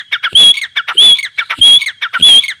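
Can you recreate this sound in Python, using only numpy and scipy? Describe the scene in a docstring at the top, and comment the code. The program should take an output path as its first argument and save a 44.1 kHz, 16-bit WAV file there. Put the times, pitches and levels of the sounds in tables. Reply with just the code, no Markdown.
"""A short falling note, then a francolin's phrases, one about every 0.62 s, close by on dusty ground.
Each phrase: two rasping notes, a gulp, a loud clear whistle, a hoarse rattle with a pip, a falling note.
The two sides of the syrinx clash in the rasps; the throat opens with the gulp and rings in the rattle.
The whistle overloads the microphone. The yard adds a faint tail and two weak echoes,
over still air and one faint rustle."""
import sys
import numpy as np
from scipy import signal
from scipy.fft import rfft, irfft, next_fast_len
from scipy.io import wavfile

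SR = 44100
rng = np.random.default_rng(int(sys.argv[2]) if len(sys.argv) > 2 else 0)


def to_wav(sig):
    """Store sig (one row per channel, or 1-D mono) as 16-bit WAV at the path in sys.argv[1].

    Samples outside -1..1 are clipped; the rate is SR.
    """
    pcm = np.clip(np.atleast_2d(sig), -1, 1) * 32767
    pcm = np.round(pcm).astype(np.int16)
    wavfile.write(sys.argv[1], SR, pcm.T)  # frames by channels


N = 114660
LEAD_IN = SR // 3  # samples; the bird is already calling at t = 0
T = np.arange(-LEAD_IN, N) / SR
VOICE_JITTER = .009  # relative pitch spread, pips and falling notes
PIP_EDGE_S = .002

# falling notes: start/s, level/dB
FALL_NOTES = [(-.025, -17), (0.617, -13.5), (1.231, -14), (1.863, -11.5), (2.484, -12.5)]
# rasp noise spectrum: f/Hz, level/dB
RASP_SPECTRUM = [(50, -41), (180, -49.5), (350, -19.5), (600, -13.5), (850, -13), (1100, -5.5), (2300, 4),
                 (2800, -5), (3600, -2), (4500, -22), (6000, -20.5), (7200, -49), (9500, -29.5),
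                 (12000, -34), (15500, -41)]
# pips: start/s, length/s, level/dB, f/Hz
PIP_NOTES = [(0.543, 0.0051, -22.5, 2220), (0.572, 0.014, -13.5, 2222), (1.188, 0.013, -13.5, 2216),
             (1.818, 0.013, -12, 2213), (2.438, 0.014, -14, 2205)]


def from_db(db):
    """Decibels to gain."""
    return 10 ** (np.asarray(db) / 20)


def rms_one(x):
    """Scale to rms 1."""
    return x / np.sqrt(np.mean(x ** 2) + 1e-20)


def along(rows, x):
    """Remaining columns, interpolated at x in the first."""
    first, *columns = np.transpose(rows)
    return [np.interp(x, first, c) for c in columns]


def noise(spectrum):
    """Noise with the given spectrum, rms 1."""
    hz, db = np.transpose(spectrum)
    size = next_fast_len(len(T))
    bins_hz = np.maximum(np.fft.rfftfreq(size, 1 / SR), 1)
    gain = from_db(np.interp(np.log(bins_hz), np.log(hz), db))
    return rms_one(irfft(rfft(rng.standard_normal(size)) * gain, size)[:len(T)])


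def waver(rate_hz):
    """Random unsteadiness up to rate_hz, rms 1."""
    lowpass = signal.butter(2, rate_hz, fs=SR, output="sos")
    return rms_one(signal.sosfilt(lowpass, rng.standard_normal(len(T))))


def gate(start_s, end_s, attack_s, release_s):
    """Exponential rise up to start_s, hold until end_s, exponential decay."""
    exponent = np.maximum(start_s - T, 0) / attack_s + np.maximum(T - end_s, 0) / release_s
    return np.exp(-np.minimum(exponent, 40))


def voice(hz, envelope, harmonics_db):
    """Vibrating membrane: harmonics of a moving pitch, each at its rms level."""
    out, on = np.zeros(len(T)), envelope > 1e-4
    phase = 2 * np.pi * np.cumsum(hz[on]) / SR
    for k, db in enumerate(harmonics_db, 1):
        out[on] += from_db(np.broadcast_to(db, T.shape)[on]) * np.sin(k * phase)
    return np.sqrt(2) * envelope * out


def falling_notes():
    """The note slides down and roughens; its octave swells crossing the throat resonance."""
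    # note contour: t from start/s, f/Hz, tone/dB, octave/dB, overtones/dB, rasp/dB
    contour = [(0, 2205, 0, -17, 0, -30), (.009, 2140, -.5, -16, -2, -36), (.02, 1960, -4, -5, -13, -34),
               (.036, 1630, -9, -11, -24, -30), (.045, 1480, -21, -24, -36, -22),
               (.062, 1300, -38, -44, -48, -38)]
    # harmonics 3-7: level re overtones column/dB
    offsets_db = [-16, -15, -26, -35, -27]
    edge_s, rough_db, roughen_s = .0012, 2.5, .025
    out, jitter = 0, 1 + VOICE_JITTER * waver(400)
    rasp, shimmer = noise(RASP_SPECTRUM), waver(350)
    for start_s, level_db in FALL_NOTES:
        t = T - start_s
        hz, tone_db, octave_db, overtones_db, rasp_db = along(contour, t)
        envelope = gate(start_s, start_s + contour[-1][0], edge_s, edge_s)
        harmonics_db = [tone_db, octave_db] + [overtones_db + db for db in offsets_db]
        roughness = from_db(rough_db * np.clip(t / roughen_s, 0, 1) * shimmer)
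        tone = voice(hz * jitter, envelope, harmonics_db) * roughness
        out += from_db(level_db) * (tone + rasp * envelope * from_db(rasp_db))
    return out


def rasping_notes():
    """The two sides of the syrinx clash in a beating rasp; the lower voice wins and slides down."""
    # notes: crest/s, crest f/Hz, hold after crest/s, tone/dB, octave re tone/dB,
    # upper voice/dB, rasp/dB, roughness/1
    notes = [(0.138, 1853, 0.028, -14.5, 3.5, -13.5, -19.5, 0.02),
             (.250, 1722, .029, -11, -1, -16, -21, .12), (.779, 1797, 0.028, -12, 1, -11, -22, 0.04),
             (0.898, 1483, 0.025, -15, -9, -24.5, -18, 1.03),
             (1.398, 1815, 0.033, -15, -1.5, -9.5, -22.5, 0.26),
             (1.518, 1523, 0.023, -16.5, -7.5, -18, -17.5, 0.86),
             (2.035, 1848, 0.035, -14, 0, -13.5, -22, 0.16),
             (2.152, 1559, 0.023, -9, -12.5, -20.5, -21.5, 0.25)]
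    # level offsets: t from crest/s, tone/dB, octave/dB, upper voice/dB, rasp/dB
    contour = [(-.028, -48, -21.5, -57.5, -33), (-.02, -23.5, -1, -74, -7.5), (-.012, -15, 2, -5, 5.5),
               (-.005, -8, 7.5, 4.5, 6.5), (.003, 0, 1.5, -8.5, 1), (.011, -0.5, -3, -36.5, -6),
               (.023, -0.5, -15.5, -31, -13), (.04, -5, -37, -47, -8.5)]
    rise_hz_per_s, end_hz, fall_s, edge_s = 16000, 1306, .016, .003
    upper_peak_hz, sag_hz_per_s2 = 2264, 500000
    beat_depth, jitter_depth, shimmer_db = .53, .07, -.7  # at roughness 1
    out, rasp = 0, noise(RASP_SPECTRUM)
    jitter, shimmer, upper_jitter = waver(340), waver(230), 1 + .025 * waver(400)
    beat_hz = 400 * (1 + .221 * waver(205))
    beat = np.sin(2 * np.pi * np.cumsum(beat_hz) / SR)
    for crest_s, crest_hz, hold_s, tone_db, octave_db, upper_db, rasp_db, roughness in notes:
        t = T - crest_s
        d_tone, d_octave, d_upper, d_rasp = along(contour, t)
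        envelope = gate(crest_s + contour[0][0], crest_s + hold_s, edge_s, edge_s)
        slide = np.exp(-(np.maximum(t, 0) / fall_s) ** 1.37)
        lower_hz = end_hz + (crest_hz - end_hz) * slide + rise_hz_per_s * np.minimum(t, 0)
        lower_hz *= 1 + jitter_depth * roughness * jitter
        second_db = octave_db + d_octave
        lower = voice(lower_hz, envelope, [0, second_db, second_db - 24])
        lower *= from_db(tone_db + d_tone + shimmer_db * roughness * shimmer)
        upper_hz = (upper_peak_hz - sag_hz_per_s2 * t ** 2) * upper_jitter
        upper = voice(upper_hz, envelope, [upper_db + d_upper])
        out += (lower + upper) * (1 + beat_depth * roughness * beat)
        out += rasp * envelope * from_db(rasp_db + d_rasp)
    return out


def gulps():
    """Soft thump, sharp click and faint hiss as the throat opens for the whistle."""
    # throat openings: t/s, thump/dB, f/Hz, click/dB
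    openings = [(0.329, -28, 329, -12), (0.956, -26.5, 352, -58), (1.588, -23.5, 307, -12),
                (1.597, -38, 261, -30), (2.199, -24, 236, -11.5), (2.21, -37, 228.6, -7)]
    # click spectrum: f/Hz, level/dB
    click_spectrum = [(300, 8), (1500, -37.5), (3100, 14.5), (4600, -26), (8000, -23), (15500, -32.5)]
    # hiss spectrum: f/Hz, level/dB
    hiss_spectrum = [(300, -14), (1500, -39), (2900, 15), (4600, -2), (6000, -28.5), (8000, -0.5),
                     (10500, -9), (12000, -17), (15500, -23.5)]
    click_lag_s, hiss_lead_s, hiss_db = .001, .0063, -34
    click, hiss = noise(click_spectrum), noise(hiss_spectrum)
    out, jitter = 0, 1 + .13 * waver(200)
    for at_s, thump_db, hz, click_db in openings:
        click_s = at_s + click_lag_s
        out += voice(hz * jitter, gate(at_s, at_s, .004, .004), [thump_db])
        out += click * from_db(click_db) * gate(click_s, click_s, .0003, .002)
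        out += hiss * from_db(hiss_db) * gate(at_s - hiss_lead_s, at_s, .03, .03)
    return out


def whistles():
    """Loud, nearly pure note; rushing air swells in its middle."""
    # notes: start/s, end/s, release/s, level/dB, breath/dB
    notes = [(-.27, -0.078, .003, 5.5, -20), (0.3542, 0.519, 0.0014, 3, -17),
             (.9735, 0.9756, .0015, -7.5, -36), (0.9808, 1.136, 0.013, 2.5, -18.5),
             (1.616, 1.776, 0.0043, 3, -19.5), (2.2267, 2.397, 0.0029, 3.5, -17)]
    # pitch of the lead-in whistle: t/s, f/Hz
    lead_in_pitch = [(-.27, 3000), (-.22, 3350), (-.095, 3305)]
    # pitch, one curve per phrase: t/s, f/Hz
    pitch_curves = [
        [(0.352, 3092), (0.374, 3355), (0.396, 3420), (0.446, 3320), (0.504, 3313), (0.525, 3425)],
        [(0.975, 2974), (0.983, 3145), (1.021, 3440), (1.055, 3474), (1.135, 3303), (1.16, 3467)],
        [(1.614, 3170), (1.654, 3345), (1.712, 3277), (1.772, 3384), (1.785, 3530)],
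        [(2.226, 3251), (2.236, 3353), (2.258, 3426), (2.276, 3397), (2.308, 3263), (2.346, 3191),
         (2.378, 3220), (2.4, 3440)],
    ]
    # harmonics 1-4: level/dB
    harmonics_db = [-1.5, -42, -37.5, -47]
    # level offsets: share of note length/1, tone/dB, breath/dB
    contour = [(0, -1, -23), (.1, -1, -1.5), (.35, -1.5, 5), (.75, -1, 2), (.93, -2, -1.5), (1, -2, -15)]
    # breath spectrum: f/Hz, level/dB
    breath_spectrum = [(30, -35), (150, -0.5), (800, 0), (1600, -5), (2700, 7), (3900, 6.5), (4900, -24.5),
                       (7000, -10), (8300, -10), (9800, -32), (11500, -19.5), (15500, -32)]
    attack_s, jitter_depth, flutter_db, shimmer_db = .0017, .0019, 1.0, .35
    hz, = along([row for curve in [lead_in_pitch, *pitch_curves] for row in curve], T)
    hz *= 1 + jitter_depth * waver(210)
    breath = noise(breath_spectrum) * from_db(flutter_db * waver(150))
    out, shimmer = 0, from_db(shimmer_db * waver(90))
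    for start_s, end_s, release_s, level_db, breath_db in notes:
        d_tone, d_breath = along(contour, (T - start_s) / (end_s - start_s))
        envelope = gate(start_s, end_s, attack_s, release_s)
        out += voice(hz, envelope, harmonics_db) * from_db(level_db + d_tone) * shimmer
        out += breath * envelope * from_db(breath_db + d_breath)
    return out


def rattles():
    """Irregular flutter rings the throat over a weak hum, catching before each pip and falling note."""
    # rattles: start/s, end/s, level/dB
    spans = [(0.542, 0.596, -24), (1.153, 1.209, -24), (1.794, 1.845, -22), (2.405, 2.467, -25)]
    # throat spectrum: f/Hz, level/dB
    throat_spectrum = [(40, -57), (250, -37), (700, -48), (1700, -95), (2250, 6.5), (2700, -6.5), (3450, 6),
                       (3900, 1), (4900, -21.5), (6700, -19), (7700, -32.5), (9000, -19), (11500, -30.5),
                       (15500, -34)]
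    edge_s, flutter_db, hum_db, pip_duck = .0044, 3, -42, .26
    catch_lead_s, catch_decay_s = .002, .0016
    envelope = sum(from_db(db) * gate(start_s, end_s, edge_s, edge_s) for start_s, end_s, db in spans)
    pip_on = sum(gate(s, s + length_s, PIP_EDGE_S, PIP_EDGE_S) for s, length_s, _, _ in PIP_NOTES)
    envelope *= 1 - np.clip(pip_duck * pip_on, 0, 1)
    onsets = [(s, db) for s, _, db, _ in PIP_NOTES] + list(FALL_NOTES)
    catches = 0
    for onset_s, db in onsets:
        catch_s = onset_s - catch_lead_s
        catches += from_db(db) * gate(catch_s, catch_s, catch_decay_s / 2, catch_decay_s)
    hum_hz = 1080 * (1 + .1 * waver(150))
    hum = voice(hum_hz, envelope / envelope.max(), [hum_db])
    return hum + noise(throat_spectrum) * (envelope * from_db(flutter_db * waver(120)) + catches)


def pips():
    """The voice locks briefly onto one reedy pitch."""
    # harmonics 1-7: level/dB
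    harmonics_db = [1, -13.5, -21.5, -17, -38, -32, -25]
    out, jitter = 0, 1 + VOICE_JITTER * waver(300)
    for start_s, length_s, db, hz in PIP_NOTES:
        envelope = gate(start_s, start_s + length_s, PIP_EDGE_S / 2, PIP_EDGE_S)
        out += voice(hz * jitter, envelope, harmonics_db) * from_db(db)
    return out


def yard(x):
    """Scatter from nearby ground, a faint long tail and two blurred echoes."""
    # scatter and tail spectrum: f/Hz, level/dB
    tail_spectrum = [(100, 24), (900, -55), (1700, 12), (2400, -1), (3300, -2.5), (4500, 7.5), (9000, 4),
                     (15000, -10.5)]
    # echoes: delay/s, spread/s, level/dB
    reflections = [(0.047, 0.011, -32.5), (0.351, 0.021, -41.5)]
    # echo spectrum: f/Hz, level/dB
    echo_spectrum = [(100, -1.5), (1000, -6), (1700, 2.5), (2400, -2), (3300, -5.5), (9000, -1.5),
                     (15000, -17)]
    ground, tail = (-16.5, .047), (-29.5, 1)  # level/dB, T60/s
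    predelay_s = .013
    t, decays, echoes = T - T[0], 0, 0
    for db, t60_s in (ground, tail):
        decay = from_db(-60 * np.minimum(t / t60_s, 10)) * (t > predelay_s)
        decays += from_db(db) * decay / np.linalg.norm(decay)
    for delay_s, spread_s, db in reflections:
        burst = gate(T[0] + delay_s, T[0] + delay_s, spread_s / 10, spread_s)
        echoes += from_db(db) * burst / np.linalg.norm(burst)
    response = decays * noise(tail_spectrum) + echoes * noise(echo_spectrum)
    return signal.fftconvolve(x, response)[:len(T)]


def background():
    """Still outdoor air and one faint dry rustle."""
    # air spectrum: f/Hz, level/dB
    air_spectrum = [(25, -20), (55, -11.5), (90, 3), (130, 0), (250, -14.5), (600, -25), (1500, -13),
                    (4000, -14.5), (8000, -27), (10500, -41), (15500, -41)]
    # rustle spectrum: f/Hz, level/dB
    rustle_spectrum = [(300, -18), (2500, -7), (4000, 14), (5500, -18), (9500, -9), (11000, -24),
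                       (15500, -28)]
    air_db, rustle_db = -55, -40
    rustle_envelope = gate(1.363, 1.49, .02, .02) * from_db(rustle_db + 2.3 * waver(50))
    return from_db(air_db) * noise(air_spectrum) + rustle_envelope * noise(rustle_spectrum)


def scene():
    """Bird, reflections and background; mono."""
    bird = rasping_notes() + gulps() + whistles() + rattles() + pips() + falling_notes()
    return (bird + yard(bird) + background())[None, LEAD_IN:]


def record(dry):
    """The microphone overloads on the whistle, slightly lopsided; deep bass and the top are cut."""
    ceiling, hardness, bias = .88, 5.0, .018
    low_cut_hz, high_cut_hz = 67, 15550
    oversampled = signal.resample_poly(dry, 4, 1, axis=1) + bias
    saturated = oversampled / (3.5 + np.abs(oversampled / ceiling) ** hardness) ** (1 / hardness) - bias
    clipped = signal.resample_poly(saturated, 1, 4, axis=1)
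    thinned = signal.sosfilt(signal.butter(2, low_cut_hz, "high", fs=SR, output="sos"), clipped)
    lowpass = signal.firwin(601, high_cut_hz, fs=SR, window="blackman")
    return signal.fftconvolve(thinned, lowpass[None], "same")


dry = scene()
out = record(dry)
to_wav(out)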